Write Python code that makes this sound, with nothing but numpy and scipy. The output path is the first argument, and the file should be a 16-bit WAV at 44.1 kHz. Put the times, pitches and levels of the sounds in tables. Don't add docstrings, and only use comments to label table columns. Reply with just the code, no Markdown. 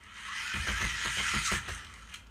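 import sys
import numpy as np
from scipy import signal
from scipy.fft import rfft, irfft
from scipy.io import wavfile
from scipy.ndimage import uniform_filter1d

SR = 44100
rng = np.random.default_rng(int(sys.argv[2]) if len(sys.argv) > 2 else 0)


def digitize_waveform(pressure):
    field = np.atleast_2d(pressure).T
    bounded = np.clip(field, -1, 1)
    quanta = np.round(bounded * 32767).astype(np.int16)
    wavfile.write(sys.argv[1], SR, quanta)


N = 101429

# frequency_hz, gain_db
AIR_EQ = [(20, -3), (35, -38), (54, 13), (75, -28), (110, -17.5), (200, -2.5), (300, -15), (700, -20),
          (3000, -26), (15000, -41.5)]
RUMBLE_EQ = [(20, -29), (40, -6.5), (58, -1), (80, 7.5), (110, -4), (200, -9.5), (280, -17), (600, -22),
             (1500, -12), (8000, -113)]
SCUFF_EQ = [(100, -17), (300, 2), (480, -1), (700, -4), (1000, -4), (1600, 3.5), (4000, -43),
            (15000, -25.5)]
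CHATTER_EQ = [(100, -8), (400, -25.5), (750, -13.5), (1100, 6), (3200, -1.5), (4500, -14), (8000, -27.5),
              (15000, 8)]
TREBLE_EQ = [(500, -54), (2800, -12), (4000, -1.5), (9300, 0), (11000, -3), (15000, -3)]
# pitch_hz, width_hz, gain_db
BOOM_MODES = [(55.8, 6.5, -2), (80.8, 16, -8.5)]
KNOCK_MODES = [(128.5, 13, 0), (148.5, 13, -5.5), (204, 23, -0.5), (337.4, 28, -13)]
# pitch_hz, width_hz, gain_db
SNAP_MODES = [(1240, 140, -7.5), (2000, 190, -6), (2390, 110, -4), (2810, 140, -1.5), (3170, 98, 2),
              (4015, 300, -8)]
SHELL_MID_MODES = [(894, 79, -6), (1338, 97, -1.5), (1633, 226, -3), (1992, 252, 0), (2525, 193, -1.5),
                   (2807, 127, -1.5), (3070, 195, 1), (3800, 560, -8)]
SHELL_HIGH_MODES = [(3910, 730, -4), (5090, 900, -3), (6074, 690, -1.5), (6680, 320, 1), (7180, 690, -6),
                    (8720, 1310, -6.5), (12350, 6000, -21.5)]
# time_s, level_db
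RUMBLE_LEVEL = [(0, -64), (.5, -57.5), (.62, -44), (.95, -48), (1.05, -53.5), (1.25, -48), (1.48, -51.5),
                (1.62, -48.5), (1.76, -48.5), (1.88, -54.5), (2.3, -60)]
# start_s, deep_mode_db, upper_mode_db
MAT_THUDS = [(.582, -32, -36), (.718, -33, -40), (.838, -35, -35), (.925, -43, -50), (1.352, -39, -37),
             (1.53, -50, -35), (1.575, -50, -40), (1.70, -52, -42), (1.75, -52, -43), (1.825, -56, -48),
             (1.97, -58, -50), (2.09, -58, -49), (2.222, -60, -50)]
# start_s, length_s, boom_db, knock_db, scuff_db, rattle_db
RIM_BUMPS = [(0.532, .035, -38.5, -41, -49, -39), (.668, 0.036, -35, -42.5, -39.5, -40),
             (0.801, 0.052, -40, -41, -41, -36.5), (0.984, 0.035, -58, -74, -54, -40.5),
             (1.041, 0.027, -44, -42, -43, -37), (1.163, 0.043, -44.5, -44, -42.5, -39.5),
             (1.331, .028, -42, -34.5, -41.5, -38.5), (1.511, 0.023, -40, -34.5, -35.5, -32),
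             (1.678, 0.019, -41, -53, -41.5, -41.5)]
# start_s, mid_db, treble_db
CLICKS = [(0.034, -67, -58), (.14, -68, -55), (.682, -31, -51), (1.183, -33, -59), (1.347, -33, -40),
          (1.528, -38.5, -36.5), (1.648, -52, -65), (1.688, -64, -42.5), (1.746, -52, -44),
          (1.845, -46, -49.5), (1.865, -46.5, -66), (1.937, -57, -48.5), (2.095, -54, -58),
          (2.138, -39, -44), (2.143, -39.5, -50), (2.155, -48, -50.5), (2.267, -60, -62)]
# time_s, pitch_hz
MESH_PITCH = [(0, 950), (.2, 1000), (.285, 1100), (.34, 1300), (.41, 1399), (.49, 1506), (.57, 1600),
              (.64, 1775), (.71, 1500), (.79, 1680), (.84, 2057), (.92, 1926), (1.01, 1960), (1.12, 1926),
              (1.24, 2175), (1.34, 2487), (1.42, 1956), (1.462, 1370), (1.495, 1130), (1.56, 1880),
              (1.64, 1297), (2.3, 899)]
# time_s, mid_db, treble_db
CHATTER_LEVEL = [(0, -55.5, -73), (.12, -52, -64), (.19, -44.5, -57), (.29, -41.5, -52), (.41, -38.5, -47),
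                 (.62, -40, -45.5), (.78, -36.5, -46), (.97, -37, -45), (1.12, -37, -42),
                 (1.32, -33, -39.5), (1.435, -38, -41.5), (1.458, -35.5, -32), (1.485, -34.5, -34.5),
                 (1.505, -36, -43.5), (1.565, -39, -41.5), (1.61, -50, -58.5), (1.72, -42.5, -49),
                 (1.84, -50.5, -60), (1.9, -55, -61.5), (2.08, -54, -62), (2.13, -48, -60.5),
                 (2.22, -75, -73), (2.3, -64, -96)]
# time_s, level_db
WHINE_LEVEL = [(0, -82), (.265, -73), (.287, -42), (.36, -65), (.41, -42), (.56, -47.5), (.635, -37.5),
               (.72, -46), (.84, -35.5), (.95, -41.5), (1.1, -39), (1.3, -48), (1.44, -46), (1.466, -31),
               (1.485, -34), (1.515, -70), (1.56, -33.5), (1.62, -58.5), (2.3, -74)]

AIR_DB, LOW_CUT_HZ, HIGH_CUT_HZ = -59, 18, 15380
ROOM_T60_S, ROOM_HIGH_T60_S, REVERB_DB, PREDELAY_S = .34, .26, -6, .0092
PUSH_S, CLICK_ATTACK_S, CLICK_DECAY_S = .011, .0021, .0045
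WEAVE_GRAINS_PER_S, WEAVE_SCATTER_DB, BUMP_ATTACK_S, BUMP_RELEASE_S = 2200, 6, .0054, .02
SWELL_PER_S, SWELL_DB, RATTLE_TREBLE_DB = 25.8, 2, -8.5
TOOTH_SCATTER_DB, JITTER_TEETH, TOOTH_GAIN = 2.5, .3, .89
BACKLASH_PER_S, BACKLASH_SCATTER_DB, CHATTER_FLUTTER_DB = 1800, 3.5, 1
SPEED_WOBBLE, WHINE_FLUTTER_DB, OVERTONE_DB = .016, 4.5, -18


def undb(db):
    return 10 ** (np.asarray(db) / 20)


def unit(x):
    return x / np.sqrt(np.mean(x ** 2))


def curve(table, column=1):
    rows = np.array(table, float)
    return np.interp(np.arange(N) / SR, rows[:, 0], rows[:, column])


def drift(rate):
    span = max(int(SR / rate), 1)
    return unit(uniform_filter1d(uniform_filter1d(rng.standard_normal(N), span), span))


def eq(points, size=8192):
    hz, db = np.array(points, float).T
    bins_hz = np.maximum(np.arange(size // 2 + 1) * SR / size, 1)
    cepstrum = irfft(np.log(undb(np.interp(np.log(bins_hz), np.log(hz), db))))
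    cepstrum[1:size // 2] *= 2
    cepstrum[size // 2 + 1:] = 0
    response = irfft(np.exp(rfft(cepstrum)))
    return response / np.linalg.norm(response)


def partials(modes, size):
    t = np.arange(size) / SR
    return [(-1) ** k * undb(db) * width * np.exp(-np.pi * width * t) * np.sin(2 * np.pi * hz * t)
            for k, (hz, width, db) in enumerate(modes)]


def body(modes):
    response = sum(partials(modes, size=16384))
    return response / np.linalg.norm(response)


def ring(force, response):
    return signal.fftconvolve(force, response)[:N]


def scatter(spread_db):
    return undb(spread_db * np.clip(rng.standard_normal(N), -2, 2))


def grains(rate, scatter_db):
    hits = rng.random(N) < rate / SR
    return unit(hits * np.sign(rng.standard_normal(N)) * scatter(scatter_db))


def still_air():
    return ring(rng.standard_normal(N), eq(AIR_EQ)) * undb(AIR_DB)


def room_tail(size=22050):
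    t = np.arange(size) / SR
    noise = rng.standard_normal(size)
    low = signal.sosfilt(signal.butter(2, 3500, fs=SR, output="sos"), noise)
    tail = low * undb(-60 * t / ROOM_T60_S) + (noise - low) * undb(-60 * t / ROOM_HIGH_T60_S)
    tail *= t > PREDELAY_S
    return tail / np.linalg.norm(tail)


def room(direct, spots=9):
    position = np.linspace(0, spots - 1, N)
    fades = (np.sqrt(np.maximum(1 - np.abs(position - k), 0)) for k in range(spots))
    reverb = sum(ring(direct * fade, room_tail()) for fade in fades)
    wet = undb(REVERB_DB)
    return (direct + wet * reverb) / np.hypot(1, wet)


def rolling_rumble():
    return ring(rng.standard_normal(N), eq(RUMBLE_EQ)) * undb(curve(RUMBLE_LEVEL))


def mat_thuds():
    t = np.arange(N) / SR
    boom = 0
    for k, (hz, width, _) in enumerate(BOOM_MODES):
        push = sum(undb(dbs[k]) * np.sin(np.pi * np.clip((t - start) / PUSH_S, 0, 1))
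                   for start, *dbs in MAT_THUDS)
        mode = (-1) ** k * np.exp(-np.pi * width * t) * np.sin(2 * np.pi * hz * t)
        boom += ring(push, mode)
    return boom / (PUSH_S * SR / 2)


def rim_bumps():
    t = np.arange(N) / SR
    envelopes = np.zeros((4, N))
    for start, length, *dbs in RIM_BUMPS:
        attack = np.clip((t - start) / BUMP_ATTACK_S, 0, 1)
        release = np.exp(-np.maximum(t - start - length, 0) / BUMP_RELEASE_S)
        envelopes += undb(dbs)[:, None] * attack * release
    boom, knock, scuff, rattle = envelopes * grains(WEAVE_GRAINS_PER_S, WEAVE_SCATTER_DB)
    mat = ring(boom, body(BOOM_MODES)) + ring(knock, body(KNOCK_MODES)) + ring(scuff, eq(SCUFF_EQ))
    return mat, rattle


def clicks_and_knocks():
    t = np.arange(N) / SR
    envelopes = np.zeros((2, N))
    for start, *dbs in CLICKS:
        attack = np.clip((t - start) / CLICK_ATTACK_S, 0, 1)
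        decay = np.exp(-np.maximum(t - start, 0) / CLICK_DECAY_S)
        envelopes += undb(dbs)[:, None] * attack * decay
    return 2 * envelopes * rng.standard_normal(N)


def shell_ring(force, modes, colour):
    responses = [signal.fftconvolve(partial, eq(colour)) for partial in partials(modes, size=4096)]
    shell = sum(ring(force, mode) * unit(undb(SWELL_DB * drift(SWELL_PER_S))) for mode in responses)
    return shell / np.linalg.norm(sum(responses))


def gears():
    mesh_hz = curve(MESH_PITCH) * (1 + SPEED_WOBBLE * drift(90))
    teeth_passed = np.cumsum(mesh_hz) / SR
    tooth_index = np.maximum.accumulate(np.floor(teeth_passed + JITTER_TEETH * drift(1500)))
    strikes = np.diff(tooth_index, prepend=0) > 0
    teeth = unit(strikes * scatter(TOOTH_SCATTER_DB))
    teeth -= uniform_filter1d(teeth, size=200)
    backlash = grains(BACKLASH_PER_S * mesh_hz / mesh_hz.mean(), BACKLASH_SCATTER_DB)
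    impacts = (TOOTH_GAIN * teeth + backlash) / np.sqrt(mesh_hz)
    chatter = unit(impacts * undb(CHATTER_FLUTTER_DB * drift(90)))
    phase = 2 * np.pi * teeth_passed
    whine = np.sin(phase) + undb(OVERTONE_DB) * np.sin(2 * phase)
    whine = unit(whine * undb(WHINE_FLUTTER_DB * drift(59)))
    return (chatter * undb(curve(CHATTER_LEVEL, column=1)),
            chatter * undb(curve(CHATTER_LEVEL, column=2)),
            whine * undb(curve(WHINE_LEVEL)))


def scene():
    chatter, chatter_high, whine = gears()
    mat, rattle = rim_bumps()
    click, click_high = clicks_and_knocks()
    mids = shell_ring(chatter + rattle, SHELL_MID_MODES, CHATTER_EQ) + ring(click, body(SNAP_MODES))
    treble_force = chatter_high + undb(RATTLE_TREBLE_DB) * rattle + click_high
    highs = shell_ring(treble_force, SHELL_HIGH_MODES, TREBLE_EQ)
    bed = rolling_rumble() + still_air()
    return (bed + mat_thuds() + mat + room(mids + highs + whine))[None]


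def record(dry):
    trimmed = signal.sosfilt(signal.butter(2, LOW_CUT_HZ, "high", fs=SR, output="sos"), dry)
    return signal.sosfilt(signal.ellip(10, .2, 70, HIGH_CUT_HZ, fs=SR, output="sos"), trimmed)


dry = scene()
out = record(dry)
digitize_waveform(out)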